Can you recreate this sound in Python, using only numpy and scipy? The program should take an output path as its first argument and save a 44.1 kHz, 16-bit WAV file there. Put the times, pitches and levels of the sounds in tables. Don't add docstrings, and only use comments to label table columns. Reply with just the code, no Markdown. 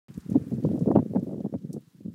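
import sys
import numpy as np
from scipy import signal
from scipy.io import wavfile
from scipy.ndimage import uniform_filter1d

SR = 44100
rng = np.random.default_rng(int(sys.argv[2]) if len(sys.argv) > 2 else 0)


def unload_wav(signal):
    wavfile.write(
        sys.argv[1],
        SR,
        np.round(np.clip(np.atleast_2d(signal).T, -1, 1) * 32767).astype(np.int16),
    )


def level_to_linear(level):
    exponent = np.asarray(level, float) / 20
    return 10 ** exponent


N = 94462

FLOW_WOBBLE_PER_S = 130


def band(x, low_hz, high_hz, order=2):
    sos = signal.butter(order, [low_hz, min(high_hz, 0.45 * SR)], "band", fs=SR, output="sos")
    return signal.sosfilt(sos, x)


def rms_one(x):
    return x / np.sqrt(np.mean(x ** 2) + 1e-20)


def in_time(rows):
    s, *columns = np.transpose(rows)
    return [np.interp(np.arange(N) / SR, s, c) for c in columns]


def drift(rate):
    r = np.exp(-40 * np.pi * rate / SR)
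    slow = signal.lfilter([1], [1, -2 * r, r * r], rng.standard_normal(N // 20 + 2002))[2000:]
    return np.interp(np.arange(N) / 20, np.arange(len(slow)), rms_one(slow))


def envelope(x, size):
    floor_db = -43.5
    return np.sqrt(np.abs(uniform_filter1d(x ** 2, size=size)) + level_to_linear(2 * floor_db))


def packets(rows, steepening, wobble):
    t, out = np.arange(N) / SR, np.zeros(N)
    for (s, db, hz, ms), start in zip(rows, rng.random(len(rows))):
        near = slice(max(int((s - ms / 400) * SR), 0), int((s + ms / 400) * SR))
        bell = 0.5 ** (((t[near] - s) / (ms / 2000)) ** 2)
        mean_wobble = np.average(wobble[near], weights=bell ** 2)
        pitch = hz * np.exp(wobble[near] - mean_wobble)
        phase = 2 * np.pi * (start + np.cumsum(pitch) / SR - np.sum(pitch) / SR / 2)
        wave = bell * np.cos(phase + steepening * np.sin(phase))
        out[near] += level_to_linear(db) * (wave - bell * wave.sum() / bell.sum())
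    return out


def storm():
    # time in seconds, level in dB.
    loudness = [(.085, -68), (.3, -65), (.5, -66), (.62, -66.5), (.69, -65), (.86, -66), (1.03, -69.5),
                (1.25, -68.5), (1.5, -72), (1.85, -71.5), (2.14, -73)]
    # frequency in Hz, level in dB.
    colour = [(400, 11.5), (1000, 19), (1800, 17), (3000, 10.5), (6000, 8.5), (9000, 6.5), (13000, 8),
              (16000, -20)]
    patch_db, street_fade_db_per_s = 1, -3
    sleet_per_s, sleet_db = 90, -6

    hits = (rng.random(N) < sleet_per_s / SR) * np.minimum(rng.exponential(1, N), 2)
    sleet = signal.lfilter([1], [1, -0.994], hits)
    white = rng.standard_normal((2, N)) * (1 + level_to_linear(sleet_db) * sleet / 2)

    hz, db = np.transpose(colour)
    edges = 350 * 2 ** np.arange(0, 5.8, 0.5)
    together = drift(18)
    out = 0
    for k, (low, high) in enumerate(zip(edges, edges[1:])):
        colour_db = np.interp(np.log(low * high) / 2, np.log(hz), db)
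        fade_db = street_fade_db_per_s * np.arange(N) / SR * (low < 2400)
        sway_db = patch_db * (0.7 * together + 0.95 * drift(29))
        out = out + level_to_linear(colour_db + fade_db + sway_db) * band(white[k % 2], low, high)
    return level_to_linear(in_time(loudness)[0]) * rms_one(out)


def snow():
    # start in seconds, peak level in dB, centre frequency in Hz,
    # time to fall by 60 dB in seconds.
    grains = [(0.0846, -52.5, 2310, 0.074), (0.141, -49, 5200, 0.049), (0.177, -42.5, 10000, 0.014),
              (0.2033, -50.5, 5900, 0.068), (0.2995, -46, 8000, 0.055), (.327, -49, 6000, 0.024),
              (0.541, -54, 5480, 0.054), (.637, -48, 4140, 0.021), (0.7173, -53.5, 2300, 0.06),
              (.7921, -47.5, 6500, 0.036), (.809, -54.5, 7000, 0.055), (0.918, -51, 7450, .02),
              (0.954, -38, 2200, 0.0095), (1.1946, -54.5, 5840, .04), (1.2325, -53.5, 11300, 0.05),
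              (1.729, -38, 7400, 0.047), (1.807, -55, 11580, 0.017), (0.962, -41, 1600, 0.015),
              (.989, -47.5, 1700, 0.033), (1.157, -47.5, 1500, 0.053), (0.326, -47.5, 1500, .02),
              (0.6075, -57, 5000, .03), (0.6573, -53, 4000, .05), (1.4048, -55.5, 4500, .03),
              (1.5836, -59.5, 3500, .03), (1.625, -60.5, 4500, 0.037), (1.817, -60.5, 3600, .04),
              (1.29, -57, 3000, 0.026), (1.318, -59, 7000, .03), (1.541, -53, 1600, .03),
              (2.131, -64, 1500, 0.035), (1.7285, -50, 13000, .02), (.9545, -40, 1100, .008),
              (.357, -50, 1300, .03), (.345, -56, 1200, .02), (.3, -55, 13000, .02)]
    octaves_down, octaves_up, top_octaves = 0.75, 0.75, 0.7
    tail_db, tail_s = -17.5, 0.17

    out, t = np.zeros(N + SR), np.arange(SR // 4) / SR
    for s, db, hz, t60 in grains:
        low_hz = hz / 2 ** octaves_down
        noise = band(rng.standard_normal(len(t)), low_hz, hz * 2 ** octaves_up, order=1)
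        puff = rms_one(band(noise, low_hz, hz * 2 ** top_octaves))
        fall = level_to_linear(-60 * t / t60) + level_to_linear(tail_db - 60 * t / tail_s)
        i = int(s * SR)
        out[i:i + len(t)] += level_to_linear(db - 10.5) * puff * fall
    return out[:N]


def rumble(thumps):
    # time in seconds, rumble level in dB,
    # flutter level above the rumble in dB.
    gust = [(.085, -47.5, -22), (.21, -55, -25), (.33, -30, -16), (.46, -35, -26), (.56, -28, -39),
            (.74, -31.5, -16.5), (.85, -31, -10.5), (.98, -22.5, -19), (1.1, -32.5, -17.5), (1.2, -38, -14),
            (1.32, -35, -10.5), (1.5, -43.5, -18.5), (1.66, -41.5, -28), (1.78, -43, -14),
            (1.84, -61.5, -26), (1.92, -70, -19), (2.0, -51.5, -30), (2.1, -43.5, -43)]
    rumble_hz, rumble_cut_hz, flutter_cut_hz = 104.4, 239.5, 554
    lump_db, lumps_per_s = 3, 35
    wake_share = 0.39

    gust_db, flutter_db = in_time(gust)
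    low = band(rng.standard_normal(N), rumble_hz, rumble_cut_hz)
    low = rms_one(band(low, 18, 2 * rumble_cut_hz, order=4))
    flutter = rms_one(band(rng.standard_normal(N), rumble_cut_hz, flutter_cut_hz, order=4))

    lumps_db = lump_db * drift(lumps_per_s)
    flutter_db = flutter_db + lumps_db / 2 + lump_db * drift(2 * lumps_per_s)
    wake = (envelope(thumps, size=900) / envelope(thumps, size=9000)) ** wake_share
    return wake * level_to_linear(gust_db + lumps_db) * (low + level_to_linear(flutter_db) * flutter)


def swirls():
    # centre in seconds, peak level in dB, pitch in Hz, length in ms.
    shed = [(.179, -29, 60, 19), (.343, -24, 270, 5.9), (.3485, -40.5, 900, 3.4), (.3695, -16, 300, 2.85),
            (.628, -30, 300, 5.5), (.758, -31.5, 550, 2.9), (.861, -23.5, 450, 2.8),
            (.8905, -14.5, 420, 2.6), (.9255, -22, 480, 3), (.9555, -18, 520, 2.04), (.981, -31, 750, 2.3),
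            (.992, -32, 800, 4.9), (1.151, -22.5, 400, 3.5), (1.161, -31, 820, 6.9),
            (1.169, -27.5, 700, 2.97), (1.247, -31, 250, 4.1), (1.345, -30, 450, 3.3),
            (1.36, -31.5, 300, 5.5), (1.394, -31.5, 400, 3.7), (1.497, -34, 250, 4.9), (1.744, -42, 550, 4),
            (.95, -31.5, 90, 22), (1.55, -35, 90, 14), (.775, -40, 75, 21), (1.305, -34.5, 260, 6.3),
            (.317, -36, 480, 3), (.585, -34, 400, 6), (.525, -35, 400, 8), (.487, -38, 250, 6),
            (.809, -34, 550, 2.5), (1.541, -43, 900, 4), (.225, -44, 160, 10), (1.444, -30, 380, 4),
            (1.27, -32, 420, 4)]
    return packets(shed, steepening=0.16, wobble=0.15 * drift(FLOW_WOBBLE_PER_S))


def tears():
    # centre in seconds, peak level in dB, length in ms.
    torn = [(0.349, -41, 2.4), (0.3595, -20, 2.8), (0.5217, -42, 14.7), (0.642, -44, 2.4),
            (0.6501, -22.5, 2.15), (0.6788, -47, 5.9), (0.6896, -33, 2.1), (0.7593, -52, 3.2),
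            (0.7776, -32.5, 1.8), (0.8112, -33.5, 3.1), (0.8845, -19.5, 1.9), (0.903, -30, 1.16),
            (0.9131, -19.5, 6.7), (0.961, -7.5, 1.65), (0.9703, -12.5, 1.33), (0.9883, -19, 1.33),
            (1.1374, -43, 5), (1.1605, -27, 6.3), (1.1878, -40.5, 4.5), (1.272, -46, 5.4),
            (1.2938, -37.5, 8.55), (1.3134, -36, 3), (1.324, -42, 5), (1.345, -49, 1.8),
            (1.4054, -34.5, 4.2), (1.4491, -30.5, 1.8), (1.463, -33.5, 5.4), (1.5409, -26, 3.86),
            (1.5506, -37.5, 7.9), (1.7669, -35.5, 5.6)]
    tear_hz = 530
    spray_db, spray_growth = -42, 0.67

    rows = [(s, db, tear_hz, ms) for s, db, ms in torn]
    snaps = packets(rows, steepening=0.11, wobble=0.25 * drift(FLOW_WOBBLE_PER_S))
    power = uniform_filter1d(uniform_filter1d(snaps ** 2, size=500), size=200)
    strength = 10 * np.sqrt(power.clip(0))
    spray = rms_one(band(rng.standard_normal(N), 800, 1270))
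    return snaps + level_to_linear(spray_db) * strength ** (1 + spray_growth) * spray


def eddies():
    # centre in seconds, peak level in dB, pitch in Hz, length in ms.
    rising = [(0.107, -33, 154, 7.5), (0.156, -34, 154, 9.9), (0.179, -24, 203, 6.9),
              (0.262, -31, 170, 8.6), (0.295, -18, 179, 4.5), (0.32, -17.5, 173, 9),
              (0.36, -9.5, 277.3, 10.5), (0.378, -18, 192, 6), (0.411, -30, 180, 19.4),
              (0.439, -32.5, 255, 6.4), (0.522, -26, 253, 12.7), (0.54, -28.5, 230, 5.2),
              (0.591, -27, 207, 22.4), (0.627, -46, 250, 18), (0.648, -19, 302, 10.65),
              (0.672, -20.5, 217, 17.7), (0.708, -21.5, 218, 22.8), (0.717, -17.5, 260, 4.1),
              (0.734, -17, 243, 3.97), (0.752, -20.5, 253, 18.1), (0.78, -21.5, 186, 11.4),
              (0.815, -18.5, 202, 7.4), (0.822, -16.5, 192, 15), (0.874, -15, 228, 9.1),
              (0.887, -24, 357, 12.5), (0.908, -13.5, 312, 9.8), (0.921, -18.5, 236, 5.2),
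              (0.939, -27.5, 270, 4.2), (0.958, -13.5, 312, 9.9), (0.978, -15.5, 224, 9.5)]
    falling = [(0.993, -22.5, 264, 11.4), (1.028, -20.5, 226, 1.9), (1.062, -26, 265, 3.1),
               (1.075, -44, 203, 6.7), (1.1, -33, 197, 13.3), (1.118, -29.5, 204, 7.2),
               (1.137, -23, 309, 2.4), (1.163, -14, 249, 12.8), (1.188, -18.5, 182, 10),
               (1.23, -18, 235, 4), (1.249, -57, 232, 3), (1.274, -27, 290, 7.9), (1.284, -26.5, 258, 4.8),
               (1.324, -32.5, 335, 14), (1.337, -30.5, 164, 3.7), (1.383, -24, 277, 4.5),
               (1.409, -23.5, 206, 7.1), (1.45, -20, 197, 7.4), (1.466, -20, 227, 3.95),
               (1.528, -23, 223, 2.4), (1.549, -22, 218.3, 15.2), (1.563, -27, 153, 6.9),
               (1.648, -24, 187, 7.8), (1.699, -28.5, 174, 13), (1.747, -31, 271, 12.3),
               (1.769, -24, 305, 2.8), (1.779, -28, 240, 9), (2.01, -36, 258, 4.9),
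               (2.06, -26.5, 185, 12.9), (2.085, -26.5, 195, 9.3)]
    lull = [
        (1.877, -45.5, 154, 12.2),
        (1.953, -44, 167, 10.7),
    ]
    wobble = 0.2662 * drift(69.5)
    return packets([*rising, *falling, *lull], steepening=0.26, wobble=wobble)


def scene():
    thumps = eddies()
    mix = storm() + snow() + rumble(thumps) + swirls() + tears() + thumps
    return mix[None]


def low_pass(x):
    return signal.sosfilt(signal.butter(12, 16360, fs=SR, output="sos"), x)


def record(dry):
    mic_cut_hz, bass_leak_db, top_hz = 88, -21, 15950
    start_s = 0.0838
    bass_cut = signal.butter(4, mic_cut_hz, "high", fs=SR, output="sos")
    x = signal.sosfilt(bass_cut, dry) + level_to_linear(bass_leak_db) * dry
    top_cut = signal.ellip(12, 0.3, 60, top_hz - 150, fs=SR, output="sos")
    x = signal.sosfilt(top_cut, x)
    is_open = np.arange(N) >= start_s * SR
    return low_pass(x * is_open)


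dry = scene()
out = record(dry)
unload_wav(out)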